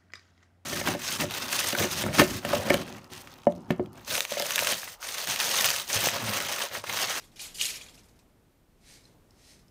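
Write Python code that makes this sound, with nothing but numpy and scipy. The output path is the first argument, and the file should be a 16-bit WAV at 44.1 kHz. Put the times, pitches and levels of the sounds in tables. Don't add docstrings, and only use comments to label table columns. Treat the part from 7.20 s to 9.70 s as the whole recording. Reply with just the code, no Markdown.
import sys
import numpy as np
from scipy import signal
from scipy.fft import rfft, irfft, next_fast_len
from scipy.io import wavfile
from scipy.ndimage import uniform_filter1d, map_coordinates

SR = 44100
rng = np.random.default_rng(int(sys.argv[2]) if len(sys.argv) > 2 else 0)


def linear_from_db(decibels):
    return 10 ** (np.asarray(decibels, float) / 20)


def waveform_to_disk(signal):
    frames = np.transpose(np.atleast_2d(signal))
    scaled = np.clip(frames, -1, 1) * 32767
    samples = np.round(scaled).astype(np.int16)
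    wavfile.write(sys.argv[1], SR, samples)


N = 110250


def unit(x):
    return x / np.sqrt(np.mean(x ** 2) + 1e-20)


def along(points, hz):
    f, v = np.transpose(points)
    return np.interp(np.log(hz + 1), np.log(f + 1), v)


def wobble(rate):
    knots = rng.standard_normal(int(N * rate / SR) + 4)
    return map_coordinates(knots, [np.arange(N) * rate / SR])


def filtered(x, response):
    m = next_fast_len(N + 8192)
    return irfft(rfft(x, m) * response(np.fft.rfftfreq(m, 1 / SR)), m)[:N]


def shaped_noise(points):
    return unit(filtered(rng.standard_normal(N), lambda hz: linear_from_db(along(points, hz))))


def resonances(hz, peaks, share):
    power = sum(linear_from_db(2 * db) / (1 + (2 * (hz - c) / width) ** 2) for c, width, db in peaks)
    return np.sqrt(1 + share * power)


def grains(rate, hz, spread, cycles, size_db):
    u = rng.random((int(N / SR * 3000), 4))
    k = np.arange(160)
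    pitch = np.clip(hz * np.exp(spread * (2 * u[:, 1:2] - 1)), 1900, 14000) / SR
    size = linear_from_db(np.minimum(-size_db * np.log(u[:, 2:3]), 9))
    size = size * np.clip((rate / 3000 - u[:, 3:]) * 50, 0, 1)
    ring = size * np.sin(2 * np.pi * pitch * k) * np.exp(-k * pitch / cycles)
    ring = ring * np.minimum(k * pitch / 2, 1)
    place = (u[:, :1] * N).astype(int) + k
    return unit(np.bincount(place.ravel(), ring.ravel(), N + 160)[:N])


def patchy(x, depth_db, span_bins, span_frames):
    z = signal.stft(x, nperseg=128)[2]
    field = uniform_filter1d(rng.standard_normal(z.shape), span_bins, 0)
    field = uniform_filter1d(field, span_frames, 1)
    return unit(signal.istft(z * linear_from_db(depth_db * unit(field)), nperseg=128)[1][:N])


def swells(rows):
    t = np.arange(N) / SR
    return sum(linear_from_db(db) * np.exp(-.5 * ((t - s) / np.where(t < s, rise, fall)) ** 2)
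               for s, db, rise, fall in rows)


def add(track, s, sound):
    part = track[round(s * SR):][:len(sound)]
    part += sound[:len(part)]


# frequency in Hz, level in dB per Hz.
HISS_SPECTRUM = [(15, -10.5), (30, -3), (210, -11), (430, -17), (800, -24), (2200, -31), (5000, -36),
                 (12500, -38.5), (15200, -44.5)]
# time in seconds, gain in dB.
FLOOR_GAIN = [(0, 1), (0.899, 0.5), (1.15, -2), (1.5, -3), (1.7, 0), (2.0, -0.5), (2.5, 0.5)]


def hiss():
    t = np.arange(N) / SR
    noise = unit(filtered(rng.standard_normal(N), lambda hz: linear_from_db(along(HISS_SPECTRUM, hz)) * (hz > 12)))
    whine = np.sin(2 * np.pi * 13717 * t + .4 * wobble(20)) * linear_from_db(1.5 * wobble(14))
    s, db = np.transpose(FLOOR_GAIN)
    return linear_from_db(-61.5 + np.interp(t, s, db) + .4 * wobble(1.9)) * noise + linear_from_db(-84) * whine


# frequency in Hz, decay time t60 in seconds.
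GARAGE_T60 = [(300, 0.66), (2500, .4), (12000, 0.21)]


def garage(x):
    hz, t, z = signal.stft(rng.standard_normal(SR // 2), SR, nperseg=256)
    decay = linear_from_db(-60 * t / along(GARAGE_T60, hz)[:, None])
    tail = signal.istft(z * decay, SR, nperseg=256)[1]
    delayed = np.pad(x, (300, 0))
    return signal.fftconvolve(delayed, tail / np.linalg.norm(tail))[:N]


# time in seconds, level in dB.
GRIP_LEVEL = [(0, -70), (.2, -67.5), (.42, -59.5), (.75, -62.5), (1.0, -70.5), (1.5, -80.5), (1.9, -64.5),
              (2.5, -75.5)]
# frequency in Hz, level in dB per Hz.
GRIP_SPECTRUM = [(15, -20), (40, -5.5), (200, -3), (600, -10), (1500, -21.5), (3000, -60.5)]


def grip():
    s, db = np.transpose(GRIP_LEVEL)
    return linear_from_db(np.interp(np.arange(N) / SR, s, db)) * shaped_noise(GRIP_SPECTRUM)


# frequency in Hz, level in dB per Hz.
CRACK_SPECTRUM = [(800, -38), (3000, -11.5), (4800, 1.5), (8500, -8.5), (11500, -13.5), (14000, -32)]


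def cracks():
    return np.tile(shaped_noise(CRACK_SPECTRUM), 2)


# fastest moment in seconds, level in dB, rise in seconds, fall in seconds.
SLIDE_SPURTS = [
    (1.72, -54.5, 0.042, 0.046),
    (1.63, -74.5, 0.024, 0.046),
    (1.86, -67, 0.078, 0.054),
    (2.2, -70.5, 0.056, 0.031),
    (2.305, -56.5, 0.056, 0.044),
    (2.4, -70, 0.01, 0.023),
]
# frequency in Hz, level in dB per Hz.
RUB_SPECTRUM = [(250, -32), (600, -5), (1200, -15), (1900, -3), (3000, -4.5), (4600, -1), (8700, -7),
                (12500, -13), (15500, -28.5)]
# frequency in Hz, width in Hz, level in dB.
SHELL_MODES = [(1830, 50, -3), (2225, 81, 2.5), (3860, 36, -5), (4040, 58, -1), (6100, 140, -2),
               (8600, 66, 5.5), (9760, 110, -10)]
# frequency in Hz, width in Hz, level in dB.
SHELL_MODES_LATER = [(1840, 80, -3), (2590, 61, -2), (4090, 71, 2), (5260, 250, 1.5), (6180, 120, 4.5),
                     (8150, 140, -3), (8940, 150, 3)]


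def slide():
    rub = rng.standard_normal(N) * linear_from_db(0.98 * wobble(300) + 0.34 * wobble(39.9))

    def through(shell):
        return unit(filtered(rub, lambda hz: linear_from_db(along(RUB_SPECTRUM, hz)) * resonances(hz, shell, share=2.2)))

    grip_shift_s = 2.0
    ringing = np.where(np.arange(N) / SR < grip_shift_s, through(SHELL_MODES), through(SHELL_MODES_LATER))
    grit = grains(630, 5030, spread=.5, cycles=6.5, size_db=3.0)
    return swells(SLIDE_SPURTS) * (ringing + linear_from_db(-19.5) * grit)


# time in seconds, peak in dB, brightness in dB per octave.
EDGE_TICKS = [(.6944, -45, -3), (.7446, -47, 1), (.7524, -46, -1), (.7927, -49, 3), (.834, -53, 3),
              (.8424, -55, 10), (.8862, -56, 0), (.8944, -55, 1), (.9564, -62, -1), (.9905, -51.5, 6),
              (.9964, -56, 1), (.7375, -52, 1), (.7845, -50, -2), (.6655, -51, -3)]
# time in seconds, peak in dB, brightness in dB per octave.
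BRAKE_TICKS = [
    (1.853, -55, -2),
    (2.1078, -51, 0),
    (2.394, -51, 0),
    (2.4818, -54, -4),
]
# frequency in Hz, level in dB, decay time t60 in seconds.
TICK_SHELL_MODES = [(3920, -11, 0.009), (5100, 0, 0.013), (6500, -11, 0.0085), (8020, -5, 0.011),
                    (8800, -10, .012), (11200, -8, .01), (12070, -12, .01)]


def ticks():
    out, t, grit = np.zeros(N), np.arange(SR // 20) / SR, cracks()
    for s, db, tilt in list(EDGE_TICKS) + list(BRAKE_TICKS):
        ring = np.zeros(len(t))
        for hz, level, t60 in TICK_SHELL_MODES:
            strike, detune = rng.standard_normal(2)
            mode_db = level + 2.0 * strike + np.clip(tilt, -5, 5) * np.log2(hz / 5000)
            ring += linear_from_db(mode_db - 60 * t / t60) * np.sin(2 * np.pi * hz * (1 + .015 * detune) * t)
        click = 1.33 * grit[int(s * SR):][:len(t)] * linear_from_db(-60 * t / 0.017)
        add(out, s, linear_from_db(db - 9.5) * (ring * (1 - np.exp(-t / 0.00024)) + click))
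    return out


# time in seconds, peak in dB, pitch in Hz, decay time t60 in seconds.
KINK_SNAPS = [(0.0398, -45, 3500, 0.012), (0.1166, -51.5, 3830, 0.011), (0.162, -47.5, 3350, 0.014),
              (0.194, -30, 2500, 0.013), (0.1945, -29.5, 3170, 0.012), (0.2014, -29.5, 4630, 0.011),
              (0.346, -38, 4950, 0.011), (0.3516, -37, 4870, 0.012), (0.384, -29, 3050, 0.013),
              (0.397, -20.5, 3034, 0.012), (0.412, -11, 2986, 0.01), (0.4394, -25, 3060, 0.012),
              (0.4532, -24.5, 4210, 0.013), (0.4877, -25.5, 4210, 0.012), (0.5571, -23, 5480, 0.0085),
              (0.6118, -31, 2510, 0.015), (0.607, -36, 3200, 0.01), (0.6168, -36, 3340, 0.012),
              (0.6644, -38.5, 2490, 0.0096), (0.6864, -35, 3320, 0.0087), (0.7791, -47, 2530, 0.012)]
# time in seconds, peak in dB, pitch in Hz,
# decay time t60 in seconds.
CROWDED_SNAPS = [(.2012, -35, 2870, 0.014), (.2025, -35, 6400, .01), (.2045, -34.5, 4800, 0.011),
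                 (.217, -35.5, 10200, 0.013), (.219, -39, 3840, 0.015), (.232, -35, 4830, .01),
                 (.248, -35.5, 3200, .012), (.3445, -40, 3100, .01), (.3455, -39.5, 8800, 0.012),
                 (.4122, -16.5, 2485, 0.012), (.4165, -27.5, 8650, .012), (.423, -20.5, 6900, 0.016),
                 (.4245, -24, 3020, 0.015), (.429, -21.5, 6660, 0.011), (.4305, -24, 3050, 0.01),
                 (.446, -29, 2940, 0.015), (.447, -23, 2160, 0.014), (.4545, -28, 6150, .012),
                 (.462, -16, 8270, 0.011), (.4865, -25.5, 2480, .014), (.502, -29, 7800, 0.0102),
                 (.54, -34, 2600, 0.017), (.6165, -37, 4760, .015), (.6235, -36.5, 3200, .012),
                 (.6215, -40.5, 7160, 0.016), (.631, -39, 6500, 0.016), (.6715, -47, 7100, .01),
                 (.6945, -46, 7550, 0.012), (.7535, -50, 5100, .016)]
# time in seconds, peak in dB, pitch in Hz, decay time t60 in seconds.
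STEEL_PINGS = [
    (.118, -66, 11000, .02),
    (1.84, -53, 5100, .02),
    (1.853, -46.5, 4124, .03),
    (2.108, -55, 5200, .012),
    (2.326, -56, 4150, .025),
    (2.396, -58, 4150, .02),
    (2.482, -55, 5150, .012),
]


def snaps():
    out, t, grit = np.zeros(N), np.arange(SR // 10) / SR, cracks()
    for s, db, hz, t60 in list(KINK_SNAPS) + list(CROWDED_SNAPS) + list(STEEL_PINGS):
        tone = np.sin(2 * np.pi * hz * t) + .35 * np.sin(2 * np.pi * hz * 1.22 * t)
        tone = tone * linear_from_db(-60 * t / max(t60, .003)) * (1 - np.exp(-t / .0006))
        crack = 0.17 * grit[int(s * SR):][:len(t)] * linear_from_db(-60 * t / 0.0057)
        pop = tone + crack
        add(out, s, linear_from_db(db - 2.5) * pop)
        add(out, s + .0021, linear_from_db(db - 4.5) * pop)
    thump = linear_from_db(-49 - 60 * t / 0.18) * np.sin(2 * np.pi * 45 * t)
    add(out, 0.35, thump * np.cos(np.pi * t * 5))
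    return out


# frequency in Hz, level in dB per Hz.
BODY_SPECTRUM = [(100, -28), (250, -1.5), (700, -0.5), (1500, -3), (2200, -0.5), (3500, -29)]
# peak time in seconds, level in dB, rise in seconds, fall in seconds.
SLOW_FLEXES = [
    (.03, -67, 0.031, 0.025),
    (.22, -60, .02, 0.042),
]


def drone(power):
    fade = linear_from_db(-120 * np.arange(SR) / SR / 0.77)
    held = np.abs(signal.fftconvolve(power, fade / fade.sum())[:N])
    level = linear_from_db(-30) * held ** (0.76 / 2)
    return (level + swells(SLOW_FLEXES)) * shaped_noise(BODY_SPECTRUM)


# start in seconds, level in dB, hold in seconds, decay time t60 in
# seconds, brightness in dB per octave.
CLATTER_BOUTS = [(0, -56.5, 0.024, .15, -1), (.039, -58.5, 0.015, 0.19, 1), (0.118, -64, 0.017, 0.22, -1.5),
                 (0.158, -52.5, 0.047, 0.22, -2.5), (0.192, -44, .015, 0.46, -2),
                 (0.203, -45, 0.017, 0.35, 2), (0.212, -42, 0.032, 0.22, 3),
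                 (0.257, -48.5, .012, 0.23, -4.5), (0.342, -47.5, .01, 0.23, 3),
                 (0.351, -43.5, 0.02, 0.34, 1.5), (0.383, -39.5, 0.012, 0.5, -4),
                 (0.399, -36, 0.023, .2, -0.5), (0.41, -29, 0.015, 0.18, 1), (0.442, -38, .012, .2, -1.5),
                 (0.451, -32.5, 0.012, .25, 0.5), (0.48, -36.5, 0.023, 0.373, -1.5),
                 (0.532, -45.5, .012, .15, -3), (0.547, -45, 0.027, .07, -1.5),
                 (0.61, -51, 0.029, 0.12, -1), (0.661, -57, .01, .1, -1), (0.683, -55.5, 0.013, 0.23, -1),
                 (0.739, -61, 0.019, 0.21, 1.5), (0.775, -58.5, .025, 0.15, -3),
                 (0.835, -66, .02, .25, 0.5), (0.882, -67, 0.012, 0.22, 2), (0.957, -72.5, .01, 0.17, 1),
                 (.989, -67, 0.011, 0.14, -2)]
# frequency in Hz, level in dB per Hz.
BLADE_SPECTRUM = [(80, -49.5), (200, -23), (900, -23.5), (1600, -12), (2500, -2.5), (6800, -2),
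                  (11200, -7.5), (14500, -13), (15700, -25)]
# frequency in Hz, width in Hz, level in dB.
BLADE_MODES = [(2450, 89, -3.5), (2930, 140, -14.5), (4160, 110, 2), (5330, 35, -3.5), (6120, 45, -5),
               (6660, 53, 2.5), (7150, 30, -1.5), (8700, 37, -2)]


def rattle():
    rush = rng.standard_normal(N) * linear_from_db(0.4 * wobble(150))
    steel = unit(filtered(rush, lambda hz: linear_from_db(along(BLADE_SPECTRUM, hz)) * resonances(hz, BLADE_MODES, share=0.91)))
    steel = steel + linear_from_db(-9) * grains(700, 5800, spread=.6, cycles=8.5, size_db=3.0)
    steel = patchy(steel, 2.4, span_bins=2, span_frames=9)
    colours = [unit(filtered(steel, lambda hz: ((hz + 2500) / 4500) ** k)) for k in (-1.4, 0, 1.4)]
    power, t = np.zeros((N, 3)), np.arange(SR // 2) / SR
    for s, db, hold, t60, tilt in CLATTER_BOUTS:
        attack = np.minimum(t / .002, 1)
        shape = attack * linear_from_db(db - 60 * np.maximum(t - hold, 0) / max(t60, .02))
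        lean = np.clip(tilt / 6, -1, 1)
        add(power, s, np.outer(shape ** 2, [max(-lean, 0), 1 - abs(lean), max(lean, 0)]))
    total = power.sum(axis=1)
    clatter = np.sum(power.T * colours, axis=0) / np.sqrt(total + 1e-20)
    return linear_from_db(0.7 * wobble(60)) * clatter + drone(total)


def scene():
    tape = rattle() + slide() + snaps() + ticks()
    return np.tile(tape + linear_from_db(-14) * garage(tape) + hiss() + grip(), (2, 1))


def top_cut(x):
    return signal.sosfilt(signal.butter(12, 15720, fs=SR, output="sos"), x)


def record(dry):
    band = np.array([filtered(side, lambda hz: (1 - np.tanh((hz - 15680) / 60)) / 2) for side in dry])
    return top_cut(band)


dry = scene()
out = record(dry)
waveform_to_disk(out)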